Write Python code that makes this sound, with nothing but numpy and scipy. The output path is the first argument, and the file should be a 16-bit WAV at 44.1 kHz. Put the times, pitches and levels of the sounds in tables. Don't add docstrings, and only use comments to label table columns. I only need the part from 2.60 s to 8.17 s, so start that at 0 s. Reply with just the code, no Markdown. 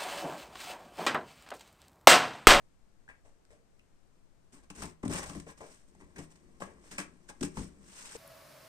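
import sys
import numpy as np
from scipy import signal
from scipy.fft import rfft, irfft, next_fast_len
from scipy.io import wavfile

SR = 44100
rng = np.random.default_rng(int(sys.argv[2]) if len(sys.argv) > 2 else 0)


def materialize(psi):
    bounded = np.clip(np.atleast_2d(psi).T, -1, 1)
    quanta = np.round(bounded * 32767).astype(np.int16)
    wavfile.write(sys.argv[1], SR, quanta)


N = 245637
FAST = next_fast_len(N)

# start_s, claw_scratch_db, board_rap_db, wall_thump_db, contact_s,
# board_spot_hz, pushed_wall_hz
PAW_CONTACTS = [(0.487, -66, -53, -85, 0.035, 1740, 297), (0.647, -68, -66, -74, 0.065, 704, 303),
                (0.852, -59, -86, -83, 0.0011, 1800, 250), (0.902, -64, -60, -73, 0.058, 516, 407),
                (1.194, -59, -73, -87, 0.0016, 2770, 160), (1.925, -60, -74, -55.5, 0.03, 850, 234),
                (2.103, -43.5, -49.5, -43.5, 0.011, 1070, 215), (2.152, -56, -68, -58, 0.017, 920, 171),
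                (2.187, -55, -52, -59, 0.0025, 656, 230), (2.222, -40, -42, -38, 0.022, 840, 187),
                (2.431, -58, -39.5, -30, 0.018, 1010, 244), (2.452, -45.5, -44.5, -28.5, 0.018, 610, 156),
                (2.48, -35, -73, -28.5, 0.0031, 600, 210), (2.497, -45, -43, -33, 0.021, 740, 276),
                (2.659, -47.5, -49.5, -45.5, 0.043, 855, 73),
                (2.696, -41.5, -47.5, -41.5, 0.011, 1090, 197), (2.75, -58.5, -55, -40.5, 0.026, 640, 156),
                (2.8, -44, -76, -78, 0.0053, 1480, 250), (2.865, -62.5, -46.5, -62, 0.024, 600, 343),
                (3.005, -57.5, -44.5, -56.5, 0.042, 620, 338), (3.35, -64, -59.5, -64, 0.0028, 810, 220),
                (3.404, -70, -71, -68, 0.013, 1070, 264), (3.561, -56, -48.5, -45.5, 0.02, 1840, 355),
                (3.584, -47, -44, -45, 0.024, 710, 198), (4.003, -50, -47.5, -55, 0.05, 664, 412),
                (4.019, -51.5, -42.5, -40.5, .012, 1330, 215), (4.312, -46.5, -50.5, -51, 0.032, 1740, 192),
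                (4.382, -35, -36.5, -40.5, 0.028, 1540, 235), (4.694, -55.5, -48, -61, 0.016, 920, 378),
                (4.81, -37.5, -50, -27.5, 0.008, 530, 262), (4.829, -34, -47, -27, 0.017, 1150, 251),
                (4.971, -50, -43, -32, 0.019, 940, 164), (5.55, -66, -42, -52, 0.0064, 457, 400)]


def from_db(db):
    return 10 ** (np.asarray(db) / 20)


def rms_one(x):
    return x / np.sqrt(np.mean(x ** 2) + 1e-20)


def at_hz(points, hz):
    table_hz, values = np.array(points).T
    return np.interp(np.log(np.maximum(hz, 1)), np.log(np.maximum(table_hz, 1)), values)


def colour(x, spectrum):
    size = next_fast_len(N + 8192)
    gain = from_db(at_hz(spectrum, np.fft.rfftfreq(size, 1 / SR)))
    cepstrum = irfft(np.log(gain), size)
    cepstrum[1:size // 2] *= 2
    cepstrum[size // 2 + 1:] = 0
    return irfft(rfft(x, size) * np.exp(rfft(cepstrum)), size)[..., :N]


def drift(rate_hz):
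    settle = 9000
    pole = np.exp(-2 * np.pi * rate_hz / SR)
    noise = rng.standard_normal(N + settle)
    return rms_one(signal.lfilter([1], [1, -2 * pole, pole * pole], noise)[settle:])


def grains(per_s, spread_db):
    size_db = spread_db * np.minimum(rng.exponential(1, N), 4)
    sizes = from_db(size_db) * rng.choice([-1, 1], N)
    return rms_one(sizes * (rng.random(N) < per_s / SR))


def ring(force, hz, t60_s):
    r = from_db(-60 / (t60_s * SR))
    w = 2 * np.pi * hz / SR
    drive = np.sin(w) * np.sqrt(2 * (1 - r * r))
    return signal.lfilter([0, drive], [1, -2 * r * np.cos(w), r * r], force + 1e-18)


def hush():
    # pitch_hz, relative_level_db_per_hz
    hush_spectrum = [(14, 1.5), (25, -15.5), (45, -9), (80, -15), (180, -17.5), (320, -22), (520, -25.5),
                     (900, -30.5), (1600, -34.5), (3500, -41.5), (7500, -41), (9000, -41), (10000, -52.5),
                     (12500, -47.5), (13500, -83.5)]
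    level_db, likeness = -62.5, 0.088
    common, apart = rfft(rng.standard_normal((2, FAST)))
    sides = np.array([[1], [-1]])
    spectra = np.sqrt(1 + likeness) * common + np.sqrt(1 - likeness) * apart * sides
    pair = irfft(spectra, FAST)[:, :N]
    return from_db(level_db) * rms_one(colour(pair, hush_spectrum)) * from_db(2.2 * sides)


def room(x):
    t60_s, wall_cut_hz = 0.26, 18700
    shared_below_hz, bass_loss_hz = 70, 246
    size = next_fast_len(N + SR)
    hz = np.fft.rfftfreq(size, 1 / SR)
    dull = 1 / (1 + 1j * hz / wall_cut_hz)
    sides = []
    for lags_s in np.geomspace(.0043, .037, 20).reshape(10, 2).T:
        response = 0
        for k, lag_s in enumerate(lags_s):
            delay = np.exp(-2j * np.pi * hz * round(lag_s * SR) / SR)
            loop = from_db(-60 * lag_s / t60_s) * dull * delay
            response = response + (-1) ** k * loop / (1 - loop)
        sides.append(response)
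    shared = 1 / (1 + 1j * hz / shared_below_hz)
    sides[1] = shared * sides[0] + (1 - shared) * sides[1]
    bass_cut = 1j * hz / (bass_loss_hz + 1j * hz)
    return irfft(rfft(x, size) * bass_cut * np.array(sides), size)[:, :N]


def ports(pair):
    # pitch_hz, left_over_right_db
    port_balance = [(60, 5.5), (380, 5.5), (1500, 5), (2800, 1), (4200, 1), (5200, -7), (6600, -8),
                    (7600, 6), (9500, 7), (12000, 0)]
    left_lag_s = 0.0002
    hz = np.fft.rfftfreq(FAST, 1 / SR)
    half = from_db(at_hz(port_balance, hz) / 2)
    left = half * np.exp(-2j * np.pi * hz * left_lag_s)
    return irfft(rfft(pair, FAST) * np.array([left, 1 / half]), FAST)[:, :N]


def sliding(column):
    # start_s, length_s, box_push_db, board_rub_db, fine_rasp_db
    stroke_table = [(1.907, 0.15, -67.5, -69, -72.5), (2.021, 0.05, -67, -71, -75),
                    (2.118, 0.26, -50.5, -59.5, -57.5), (2.478, 0.21, -43.5, -46, -45.5),
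                    (2.62, 0.044, -54, -47, -54.5), (2.655, 0.25, -52, -64.5, -63.5),
                    (2.868, 0.085, -57, -57.5, -61.5), (2.959, 0.067, -63, -67.5, -68),
                    (2.975, 0.33, -67, -74, -67), (3.268, 0.054, -81, -101, -77.5),
                    (3.385, 0.077, -67, -67, -80), (3.603, 0.078, -71, -84, -66),
                    (3.694, 0.055, -83, -75, -70.5), (3.752, 0.024, -71, -76, -71.5),
                    (4.038, 0.15, -71, -68.5, -94), (4.202, 0.18, -75, -71.5, -70.5),
                    (4.323, 0.096, -67, -72, -70.5), (4.679, 0.042, -61, -82, -57.5),
                    (4.809, 0.091, -70, -65, -54), (4.921, 0.2, -44.5, -71.5, -58.5),
                    (5.172, 0.78, -67.5, -63, -56.5)]
    rise_share, fall_share = 0.28, 0.52
    lean_s = (3.2, 3.45, 5.3)
    lean_db = {2: -65, 3: -77.5, 4: -80.5}[column]
    lean_swing_db = 2
    t = np.arange(N) / SR
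    lean = np.interp(t, lean_s, [0, 1, 1], right=0)
    out = from_db(lean_db + lean_swing_db * drift(1.32)) * lean
    for row in stroke_table:
        along = (t - row[0]) / max(row[1], .01)
        press = np.minimum(along / rise_share, (1 - along) / fall_share)
        out += from_db(row[column]) * np.clip(press, 0, 1) ** 2
    return out


def contacts(column, rise, stretch, gains=1, lead_s=0):
    out = np.zeros(N)
    for row, gain in zip(PAW_CONTACTS, gains * np.ones(len(PAW_CONTACTS))):
        length_s = max(row[4], .001)
        start = round((row[0] - min(lead_s, length_s / 4)) * SR)
        count = min(N - start, int(9 * stretch * length_s * SR))
        t = np.arange(count) / SR / length_s
        pressure = (1 - np.exp(-t / rise)) * np.exp(-t / stretch)
        out[start:start + count] += gain * from_db(row[column]) * pressure
    return out


def rasp(apart=0.84, patchy_db=1.5):
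    # pitch_hz, relative_level_db_per_hz
    rasp_spectrum = [(880, -5.5), (1500, 4.5), (2800, -0.5), (4780, -1.5), (6360, 2.5), (8290, 6),
                     (9240, -0.5), (10900, -18.5), (12400, -9), (15700, -18.5)]
    pressure = contacts(1, rise=.25, stretch=0.52, lead_s=.003) + sliding(column=4)
    centre, edge = grains(5000, spread_db=2.0), grains(5000, spread_db=-1.5)
    slips = np.array([centre + apart * edge, centre - apart * edge])
    catches = drift(86)
    edges_hz = [800, 2500, 4000, 5500, 7000, 9000, 18000]
    patchy = 0
    for k, pair in enumerate(zip(edges_hz, edges_hz[1:])):
        band = signal.butter(2, pair, "band", fs=SR, output="sos")
        clumps = from_db(patchy_db * (catches + drift(68.0)))
        patchy = patchy + (-1) ** k * clumps * signal.sosfilt(band, slips)
    power = from_db(at_hz(rasp_spectrum, np.linspace(0, SR / 2, 2000))) ** 2
    return colour(patchy * pressure, rasp_spectrum) / np.sqrt(np.mean(power))


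def taps():
    # start_s, height_db, board_spot_hz
    tap_table = [(0.479, -49, 1610), (0.489, -41.5, 1780), (0.649, -60.5, 664), (1.196, -55, 2670),
                 (2.101, -43.5, 2620), (2.221, -37.5, 1320), (3.008, -54.5, 810), (4.018, -47, 1160),
                 (4.383, -26, 2440), (4.69, -43, 1590)]
    swell_cycles = 1.7
    out = np.zeros(N)
    for start_s, height_db, spot_hz in tap_table:
        cycles = np.arange(int(9 * swell_cycles * SR / spot_hz)) * spot_hz / SR
        swell = cycles / swell_cycles * np.exp(1 - cycles / swell_cycles)
        start = round(start_s * SR)
        out[start:start + len(cycles)] += from_db(height_db) * swell * np.sin(2 * np.pi * cycles)
    return out


def body(modes, paw_column, pitch_column, slide, rise, stretch, fall_db, per_s, spread_db, kick):
    slips = [grains(per_s, spread_db) for _ in range(3)]
    hz, db, t60_s = np.transpose(modes)
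    octaves = np.log2(hz[:, None] / np.array(PAW_CONTACTS)[:, pitch_column])
    touched = from_db(np.maximum(-fall_db * octaves ** 2, db[:, None] - 18.5))
    touched /= np.sqrt(np.sum(touched ** 2, axis=0))
    rubbed = from_db(db) / np.sqrt(np.sum(from_db(db) ** 2))
    out = np.zeros(N)
    for k in range(len(modes)):
        paws = contacts(paw_column, rise, stretch, touched[k])
        landing = kick * (-1) ** k * np.maximum(np.diff(paws, prepend=0), 0)
        rubbing = slips[k % 3] * (paws + rubbed[k] * slide)
        out += ring(landing + rubbing, hz[k], t60_s[k])
    return out


def board():
    # pitch_hz, relative_level_db, t60_s
    board_modes = [(458, -4.5, 0.071), (596, 7, 0.026), (642, -22.5, 0.0081), (843, 5.5, 0.016),
                   (1063, 11, 0.015), (1250, 3, 0.0045), (1645, 4.5, 0.014), (1934, 7, 0.014),
                   (2293, 2, 0.018), (2540, -11.5, 0.045)]
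    return body(board_modes, 2, 5, sliding(column=3), rise=0.023, stretch=0.72,
                fall_db=28, per_s=1500, spread_db=5.0, kick=14.6)


def walls():
    # pitch_hz, relative_level_db, t60_s
    wall_modes = [(45.2, -2, 0.16), (59.2, -5.5, 0.28), (77.5, 1, 0.26), (105.6, -20, 0.24),
                  (160.9, -4.5, 0.46), (195, 4.5, 0.13), (254, 1.5, 0.082), (289.9, -3.5, 0.15),
                  (350, 2.5, 0.065), (371, -1.5, 0.096)]
    return body(wall_modes, 3, 6, sliding(column=2), rise=0.13, stretch=0.82,
                fall_db=14, per_s=2300, spread_db=3.5, kick=22.6)


def scene():
    board_db, room_db = 1.5, -17.5
    box = walls() + from_db(board_db) * board() + taps() + rasp()
    echo = from_db(room_db) * room(box.mean(axis=0))
    return ports(box + echo) + hush()


def record(dry):
    cutoff_hz = 16500
    return signal.sosfilt(signal.cheby2(12, 70, cutoff_hz, fs=SR, output="sos"), dry)


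dry = scene()
out = record(dry)
materialize(out)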